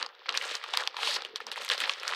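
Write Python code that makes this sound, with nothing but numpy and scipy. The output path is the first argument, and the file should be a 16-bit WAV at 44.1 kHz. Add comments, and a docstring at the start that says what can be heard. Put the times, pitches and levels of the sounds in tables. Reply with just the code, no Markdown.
"""Creases snap singly, each with its own pitch, as wrapping paper is pulled off a flat boxed gift in a room.
Each snap is a click and a few milliseconds of crackle; a dense rustle of tiny ringing buckles lies under them.
The sheet slides off once as a mostly rising rush of filtered noise; the hollow box hums and rumbles in narrow bands.
Snaps and slide get a short noise tail, and faint room tone runs throughout. The paper's bass is cut;
the microphone adds a low thump that follows the paper's bursts, narrow dips and a falling top."""
import sys
import numpy as np
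from scipy import signal
from scipy.fft import rfft, irfft
from scipy.io import wavfile

SR = 44100
rng = np.random.default_rng(int(sys.argv[2]) if len(sys.argv) > 2 else 0)


def wav_record(signal):
    """Record a signal, one row per channel, as 16-bit PCM in the file named by sys.argv[1]."""
    frames = np.transpose(np.atleast_2d(signal))
    bounded = np.clip(frames, -1, 1)
    # unit amplitude maps onto the largest positive 16-bit level
    quanta = np.round(bounded * 32767).astype(np.int16)
    wavfile.write(sys.argv[1], SR, quanta)


N = 94903


def from_db(db):
    """Decibels to gain."""
    return 10 ** (np.asarray(db) / 20)


def rms_one(x):
    """Scale to unit rms."""
    return x / np.sqrt(np.mean(x ** 2) + 1e-20)


def at_hz(points, hz):
    """Read a (Hz, dB) spectrum table on a log-frequency axis."""
    points_hz, points_db = np.transpose(points)
    return np.interp(np.log(hz), np.log(points_hz), points_db)


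def butter(x, order, edge_hz, kind="low"):
    """Causal Butterworth filter."""
    return signal.sosfilt(signal.butter(order, edge_hz, kind, fs=SR, output="sos"), x)


def band(x, low_hz, high_hz):
    """Causal band-pass, upper edge held below Nyquist."""
    return butter(x, 2, [low_hz, min(high_hz, .45 * SR)], "band")


def band_q(x, hz, q):
    """Band-pass around a pitch; higher q is narrower."""
    ratio = 1 + .5 / q
    return band(x, hz / ratio, hz * ratio)


def ring(clicks, hz, t60_s):
    """Two-pole resonator: each click sets off a decaying sine."""
    radius = from_db(-60 / (t60_s * SR))
    w = 2 * np.pi * hz / SR
    # the tiny offset avoids denormals
    return signal.lfilter([0, np.sin(w)], [1, -2 * radius * np.cos(w), radius ** 2], clicks + 1e-18)


def drift(rate_hz):
    """Slow random wander of unit rms: noise through a double low-pass pole."""
    pole = np.exp(-2 * np.pi * rate_hz / SR)
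    wander = signal.lfilter([1], [1, -2 * pole, pole ** 2], rng.standard_normal(N + SR))
    return rms_one(wander[SR:])  # first second settles the filter


def moving_band(rows, width_hz):
    """Noise in a resonance whose level and centre follow (s, dB, Hz) rows; also returns the gain."""
    s, db, hz = np.transpose(rows)
    t = np.arange(N) / SR
    swing = butter(rng.standard_normal((2, N)), 2, width_hz / 2)
    phase = 2 * np.pi * np.cumsum(np.interp(t, s, hz)) / SR
    gain = from_db(np.interp(t, s, db, -120, -120))
    carried = swing[0] * np.cos(phase) + swing[1] * np.sin(phase)
    return gain * rms_one(carried), gain


def rustle():
    """Tiny buckles come in clumps, each ringing a few cycles at one of 26 pitches over a wide range."""
    # Each row: start in seconds, level 1.5-6 kHz in dB, level below 1.5 kHz in dB, level above 6 kHz in dB.
    level_rows = [(0.0, -39.5, -42.5, -54), (0.032, -40.5, -43, -65.0), (0.067, -56, -52, -79),
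                  (0.085, -60.0, -62, -84.0), (0.097, -57, -50.5, -87), (0.117, -62, -57, -92),
                  (0.247, -57, -68.0, -96), (0.267, -45.5, -52, -85), (0.279, -51, -65, -83),
                  (0.297, -34.0, -35.5, -56), (0.317, -52, -51, -72), (0.342, -41, -45.5, -64.0),
                  (0.354, -32.5, -41.5, -51.5), (0.402, -45, -52, -52), (0.419, -38, -53, -52.5),
                  (0.451, -40.5, -41, -48.5), (0.519, -38.5, -47, -52), (0.536, -41.5, -60, -54),
                  (0.554, -34.5, -41.5, -44), (0.596, -50.5, -56.0, -66), (0.624, -46.5, -51.0, -71),
                  (0.646, -39, -46.5, -59), (0.661, -50.5, -59, -72), (0.681, -46.5, -50.0, -57),
                  (0.723, -44, -46.5, -62), (0.746, -35, -41, -49.5), (0.763, -38.5, -43.5, -54),
                  (0.806, -35.0, -37.0, -48), (0.856, -47.0, -46, -62), (0.88, -48.5, -49, -62.0),
                  (0.913, -52.5, -55.5, -81), (1.035, -39.5, -41, -44), (1.165, -37.5, -42.5, -46),
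                  (1.185, -41.0, -41, -62.0), (1.245, -50, -54, -69), (1.26, -47.5, -52, -66),
                  (1.277, -53, -60, -78), (1.342, -59, -60.0, -92), (1.357, -50, -54, -84.0),
                  (1.369, -43, -63, -53), (1.394, -61, -55.5, -88), (1.412, -43, -52.5, -68),
                  (1.459, -63.5, -61, -83), (1.479, -44, -46.5, -62.0), (1.512, -54.5, -51.5, -74),
                  (1.527, -39, -48.5, -50), (1.556, -52.5, -62, -71), (1.574, -36.5, -45, -46),
                  (1.594, -40.5, -52, -64), (1.619, -40.5, -45, -47), (1.679, -44.5, -58, -56.5),
                  (1.721, -27, -37, -39.5), (1.768, -44.0, -49.5, -59.5), (1.813, -33.5, -39.5, -40.5),
                  (1.848, -31, -41, -52), (1.863, -40, -42, -53.5), (1.903, -37.5, -41.5, -50),
                  (1.931, -41, -51, -58), (2.025, -46.5, -51, -65), (2.07, -38, -42.5, -55),
                  (2.085, -35.5, -39.0, -42.5), (2.15, -39, -41, -58)]
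    # Relative colour within each group. Each row: frequency in Hz, density in dB per Hz.
    colour = [(88, -71), (150, -87.5), (466, -1.5), (689, -1.5), (1310, -1), (1500, 9), (1690, -7.5),
              (3840, -2.5), (9630, -53), (12200, -43), (16000, -53)]
    grains_per_s, grain_spread_db, grain_cycles = 13000, 3.2, 2.8
    clump_db, clump_rate_hz = 1.3, 58

    s, *levels = np.transpose(level_rows)
    t = np.arange(N) / SR
    middle_db, body_db, treble_db = [np.interp(t, s, level) for level in levels]

    clump = from_db(clump_db * drift(clump_rate_hz))
    spread = from_db(grain_spread_db * np.minimum(rng.exponential(1, N), 5))
    sizes = clump * spread * rng.choice([-1, 1], N)
    born = rng.random(N) < grains_per_s / SR
    pitches_hz = np.geomspace(450, 15000, 26)
    dealt = rng.integers(0, len(pitches_hz), N)

    groups = np.zeros((3, N))  # body, middle, treble
    for k, hz in enumerate(pitches_hz):
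        clicks = sizes * born * (dealt == k)
        grains = band(ring(clicks, hz, grain_cycles / hz), hz / 1.21, hz * 1.346)
        gain = from_db(at_hz(colour, hz)) * np.sqrt(hz)  # bandwidth grows with pitch
        groups[np.searchsorted([1500, 6000], hz)] += gain * rms_one(grains)
    groups[1] = butter(groups[1], 6, 5800)
    return sum(from_db(db) * rms_one(g) for db, g in zip((body_db, middle_db, treble_db), groups))


def mic_thump(paper):
    """Microphone thump: the paper sound rectified and band-passed low, following its bursts."""
    return from_db(-45) * band(np.abs(paper), 28, 180)


def box_hum():
    """The hollow box hums: narrow-band noise with a wandering centre, fluttering in level."""
    # Each row: start in seconds, level before flutter in dB, resonance in Hz.
    hum_rows = [(0.0, -56, 529), (0.02, -51, 517), (0.24, -64, 490), (0.29, -51, 520), (0.37, -57.5, 481),
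                (0.39, -61, 512), (0.42, -44, 543), (0.5, -50, 493), (0.52, -48.5, 492), (0.6, -66, 517),
                (0.63, -66, 489), (0.71, -70, 548), (0.73, -54, 558), (0.84, -52.5, 494), (0.91, -74, 530),
                (1.09, -32.5, 526), (1.12, -59, 530), (1.27, -48.5, 466), (1.32, -52.5, 434),
                (1.38, -63, 478), (1.52, -50.5, 508), (1.54, -63, 494), (1.62, -42.5, 555),
                (1.65, -56, 527.6), (1.71, -35, 512.6), (1.76, -59, 525.7), (1.89, -44.5, 511),
                (1.96, -52, 483), (2.06, -43.5, 562), (2.15, -73, 523)]
    hum, _ = moving_band(hum_rows, width_hz=100)
    flutter_db = 6.5 * (drift(24) - 1.5)
    return hum * from_db(flutter_db)


def handling_rumble():
    """Hands on the box: dull noise, band-passed twice, with a moving level."""
    # Each row: start in seconds, level in dB.
    rumble_rows = [(0.0, -64.5), (0.04, -66), (0.2, -106), (0.36, -63.5), (0.68, -109), (0.73, -85),
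                   (0.84, -74.5), (1.0, -89), (1.09, -76.5), (1.16, -61.5), (1.3, -91), (1.5, -62),
                   (1.56, -86), (1.61, -63), (1.67, -78), (1.7, -70), (1.77, -74), (1.83, -60.5),
                   (2.02, -89), (2.15, -69)]
    s, db = np.transpose(rumble_rows)
    low = band(band(rng.standard_normal(N), 192, 510), 192, 510)
    return from_db(np.interp(np.arange(N) / SR, s, db)) * rms_one(low)


def room_tone():
    """Steady faint air noise, coloured in the spectrum."""
    # Relative colour. Each row: frequency in Hz, density in dB per Hz.
    colour = [(30, -50), (200, -61), (350, -12.5), (480, 4), (1000, -20), (3500, -6), (5200, -41),
              (6500, -58), (16000, -16)]
    level_db = -63
    hz = np.maximum(np.arange(N // 2 + 1) * SR / N, 10)
    spectrum = rfft(rng.standard_normal(N)) * from_db(at_hz(colour, hz))
    return from_db(level_db) * rms_one(irfft(spectrum, N))


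def snaps():
    """Each crease clicks, then crackles for milliseconds: a pitched middle, a longer body, a treble tick."""
    # Each row: start in seconds, middle peak in dB, middle pitch in Hz, body level in dB re middle,
    # body pitch in Hz, treble level in dB re middle, 60 dB ring-down in seconds.
    crease_rows = [(0.0144, -31, 1470, 2, 1300, -19, 0.013), (0.0271, -13, 3530, -11, 1270, -26, 0.011),
                   (0.0462, -34, 3130, 3, 1400, -30, 0.012), (0.0626, -24, 4060, -7.5, 930, -27, 0.014),
                   (0.0894, -40.5, 3120, -2, 1410, -30, 0.014), (0.1502, -43, 3370, -8, 1440, -31, 0.009),
                   (0.193, -50, 3530, 2.5, 520, -31, 0.0083), (0.2175, -54.5, 2150, 12.5, 990, -29, 0.015),
                   (0.2315, -47, 1510, -9, 1380, -33, 0.009), (0.2589, -30.5, 1750, -0.5, 1350, -33, 0.012),
                   (0.2857, -29.5, 1490, -1, 1300, -20, 0.009),
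                   (0.2892, -25.5, 1560, 1.5, 1310, -31, 0.009), (0.2917, -10, 3220, -27, 1360, -27, 0.01),
                   (0.2951, -31, 1530, -14, 1360, -22, 0.009), (0.3114, -35.5, 3880, -3, 523, -31, 0.0076),
                   (0.3247, -24, 3840, -8, 930, -24, 0.011), (0.3419, -23, 2560, -1.5, 1380, -24, 0.009),
                   (0.3454, -28, 1700, -28, 1360, -3, 0.009), (0.3505, -17.5, 2100, -25, 1100, -23, 0.009),
                   (0.3584, -32, 2750, 0.5, 994, -18, 0.012), (0.3678, -28, 3400, -13, 1160, -9, 0.009),
                   (0.3741, -8.5, 4280, -15.5, 1420, -12.5, 0.016),
                   (0.4135, -19.5, 2350, -30, 1180, -24, 0.013), (0.4252, -27, 2670, -1.5, 1400, 1, 0.0066),
                   (0.436, -30.5, 1850, -16, 1310, -15, 0.008),
                   (0.441, -23.5, 3060, -4.5, 1290, -14, 0.009),
                   (0.5007, -27.5, 2800, -1.5, 1440, -14, 0.009),
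                   (0.5125, -21.5, 2750, -13.5, 535, -25, 0.009),
                   (0.544, -26.5, 2820, -4.5, 1180, -14, 0.011),
                   (0.5525, -14.5, 4820, -17, 1230, -17.5, 0.0073),
                   (0.5993, -42, 3470, -8, 1490, -22, 0.009), (0.6142, -32, 1650, -6, 1140, -36, 0.0083),
                   (0.6273, -36, 3620, -7, 1180, -25, 0.009), (0.6393, -23, 2800, -3.5, 1370, -9.5, 0.013),
                   (0.6615, -31, 2520, -3, 1230, -26, 0.009), (0.6878, -34.5, 3730, 2.5, 1310, -25, 0.009),
                   (0.6987, -42, 3570, -18, 1230, -20, 0.009), (0.7369, -16.5, 3630, -5.5, 890, -27, 0.012),
                   (0.7495, -25, 2260, -4, 1130, -28, 0.011), (0.7728, -7, 4200, -12, 1370, -5, 0.0056),
                   (0.8, -28.5, 1450, 0, 1390, -18, 0.0098), (0.8097, -27, 3020, -8, 790, -21, 0.0076),
                   (0.823, -33, 1600, 10, 1330, -18, 0.0074), (0.8363, -23, 3300, -10, 890, -18, 0.009),
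                   (0.8666, -29.5, 3040, -6, 1180, -26, 0.0075),
                   (0.8743, -10.5, 3660, -14, 1055, -13, 0.009), (0.9431, -42.5, 1530, 11, 970, -18, 0.009),
                   (0.9671, -19, 3150, -7, 1170, -15, 0.016), (0.9886, -34.5, 1500, 7.5, 980, -20, 0.011),
                   (1.0034, -25, 2900, -29, 950, -15, 0.0071), (1.0194, -35, 1450, 4.5, 1140, -11, 0.009),
                   (1.0311, -16, 2740, -5, 1220, -14, 0.016), (1.0731, -16, 2950, -6, 870, -23, 0.021),
                   (1.096, -25, 4090, -17, 1120, -18, 0.009), (1.1665, -24, 3900, 0, 1360, -12, 0.01),
                   (1.221, -23.5, 3900, -7.5, 1020, -20, 0.0078),
                   (1.2494, -20.5, 3000, -20.5, 510, -11, 0.01), (1.2593, -44, 2480, -9, 524, -27, 0.009),
                   (1.3588, -16, 3870, -17, 1040, -11, 0.012), (1.3742, -40, 1850, -13, 1060, -21, 0.009),
                   (1.4031, -27.5, 1500, -8, 1120, -10, 0.016),
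                   (1.4673, -22.5, 4630, -10.5, 1080, -9, 0.011), (1.475, -51, 1770, 10, 1010, -5, 0.009),
                   (1.516, -21.5, 3570, -10.5, 1340, -5, 0.012), (1.5217, -27, 3280, -10.5, 865, -4, 0.009),
                   (1.5591, -26.5, 1780, -11, 1490, -8, 0.01), (1.5682, -36, 2080, -7, 810, -11, 0.0097),
                   (1.576, -34.5, 1660, 8.5, 880, -20, 0.0066), (1.6, -38, 2890, -19, 1380, -18, 0.008),
                   (1.6178, -34, 1810, 3, 1490, -16, 0.009), (1.648, -27, 2280, -20, 1490, 7, 0.008),
                   (1.6634, -33, 3040, -11, 1330, -15, 0.013), (1.6799, -25, 2710, -7, 1240, -11, 0.015),
                   (1.6896, -19, 4520, -30, 1230, -3, 0.014), (1.6998, -9, 3000, -8.5, 1300, -17, 0.01),
                   (1.7122, -15, 2600, -30, 1250, -19, 0.014), (1.7161, -12.5, 2940, -30, 860, -15, 0.013),
                   (1.7207, -20, 2760, -12, 544, -23, 0.014), (1.7357, -32, 3320, -18, 1340, -23, 0.009),
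                   (1.747, -28, 1890, -6.5, 735, -18, 0.016), (1.7786, -19.5, 4170, -16.5, 544, -13, 0.009),
                   (1.8029, -15, 2830, -20, 1230, -4.5, 0.015), (1.8092, -26, 1890, -27, 1270, -16, 0.0081),
                   (1.8391, -15, 2180, -19, 1480, -22, 0.0051), (1.8469, -32, 1500, -0.5, 1040, -23, 0.009),
                   (1.8712, -27, 1980, -7, 1210, -28, 0.011), (1.876, -27, 1650, -2, 1250, -16, 0.012),
                   (1.895, -10, 3090, -13.5, 1270, -23, 0.015), (1.9092, -34, 4940, -8, 1210, -8, 0.01),
                   (1.9361, -24.5, 4500, -8, 1490, -19, 0.009),
                   (1.9988, -26.5, 4300, -23, 560, -11.5, 0.013),
                   (2.0114, -34.5, 2350, -5.5, 590, -18, 0.009),
                   (2.0252, -33.5, 1710, -6, 1290, -38, 0.014), (2.0322, -25, 2600, -8.5, 1180, -4, 0.011),
                   (2.0502, -31, 1890, 2, 1210, -26, 0.011), (2.0692, -30.5, 1640, -9, 1210, -11, 0.012),
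                   (2.0788, -12.5, 5200, -10.5, 1290, -12, 0.008),
                   (2.0944, -34.5, 1510, -3, 1360, -20, 0.011),
                   (2.1231, -32.5, 1510, 10.5, 1220, -17, 0.0099),
                   (2.136, -17, 1840, -6, 1230, -22, 0.0042), (2.1478, -25, 3600, -8, 1290, -20, 0.012)]
    rise_s, click_height = .0003, 11.0  # click height re unit-rms crackle
    middle_q, body_q = 1.71, 1.53
    body_stretch, treble_stretch = 1.38, .98  # ring-down re middle

    out = np.zeros(N + SR)
    t = np.arange(SR // 20) / SR
    noise = rng.standard_normal((len(crease_rows), 3, len(t)))
    # one polarity for all three parts
    noise[:, :, int(rise_s * SR)] = click_height * np.sign(noise[:, :1, 0])

    for row, (middle, body, treble) in zip(crease_rows, noise):
        s, peak_db, hz, body_db, body_hz, treble_db, t60_s = row

        def shape(stretch):
            """Fast rise, exponential ring-down."""
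            return (1 - np.exp(-t / rise_s)) * from_db(-60 * t / (max(t60_s, .002) * stretch))

        parts = [band_q(middle * shape(1), hz, middle_q),
                 band_q(body * shape(body_stretch), body_hz, body_q),
                 band(treble * shape(treble_stretch), 3650, 13100)]
        start = int(s * SR)
        for part, rel_db in zip(parts, (0, body_db, treble_db)):
            out[start:start + len(t)] += from_db(peak_db + rel_db) * part / np.abs(part).max()
    return out[:N]


def room_tail(x):
    """Diffuse tail: convolution with dulled, decaying noise after a 3 ms gap."""
    tail_db, t60_s, wall_cut_hz = -24.5, .14, 9500
    t = np.arange(SR // 3) / SR
    tail = band(rng.standard_normal(len(t)), 300, wall_cut_hz)
    tail = tail * from_db(-60 * t / t60_s) * (t > .003)
    return from_db(tail_db) * signal.fftconvolve(x, tail / np.sqrt(np.sum(tail ** 2)))[:N]


def slide():
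    """The sheet slides off: friction noise through a mostly rising resonance, with a little air above."""
    # Each row: start in seconds, level in dB, resonance in Hz.
    slide_rows = [(.97, -46, 3300), (1.04, -35.5, 3500), (1.08, -30, 3748), (1.12, -34.5, 4070),
                  (1.165, -32.5, 4400), (1.18, -57, 3880)]
    air_db = -15.5  # re rush
    rush, gain = moving_band(slide_rows, width_hz=1850)
    air = rms_one(band(rng.standard_normal(N), 5500, 11300))
    return rush + from_db(air_db) * gain * air


def scene():
    """Bass-cut paper with its room tail, plus microphone thump, box, rumble and room tone."""
    near = snaps() + slide()
    paper = near + room_tail(near) + rustle()
    thump = mic_thump(paper)
    paper = butter(paper, 4, 321, "high")
    return (paper + thump + box_hum() + handling_rumble() + room_tone())[None]


def record(dry):
    """Microphone: narrow dips of its housing, a falling top, then a steep cut."""
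    # Each row: centre in Hz, width in Hz, gain at centre in dB.
    dips = [(650, 90, -7), (1510, 110, -7), (7120, 220, -18), (9500, 220, -12)]
    for hz, width_hz, db in dips:
        peak = signal.lfilter(*signal.iirpeak(hz, hz / width_hz, fs=SR), dry)
        dry = dry - (1 - from_db(db)) * peak
    dry = butter(dry, 2, 10650)
    # order 12, 60 dB stopband from 16.6 kHz
    return signal.sosfilt(signal.cheby2(12, 60, 16600, fs=SR, output="sos"), dry)


dry = scene()
out = record(dry)
wav_record(out)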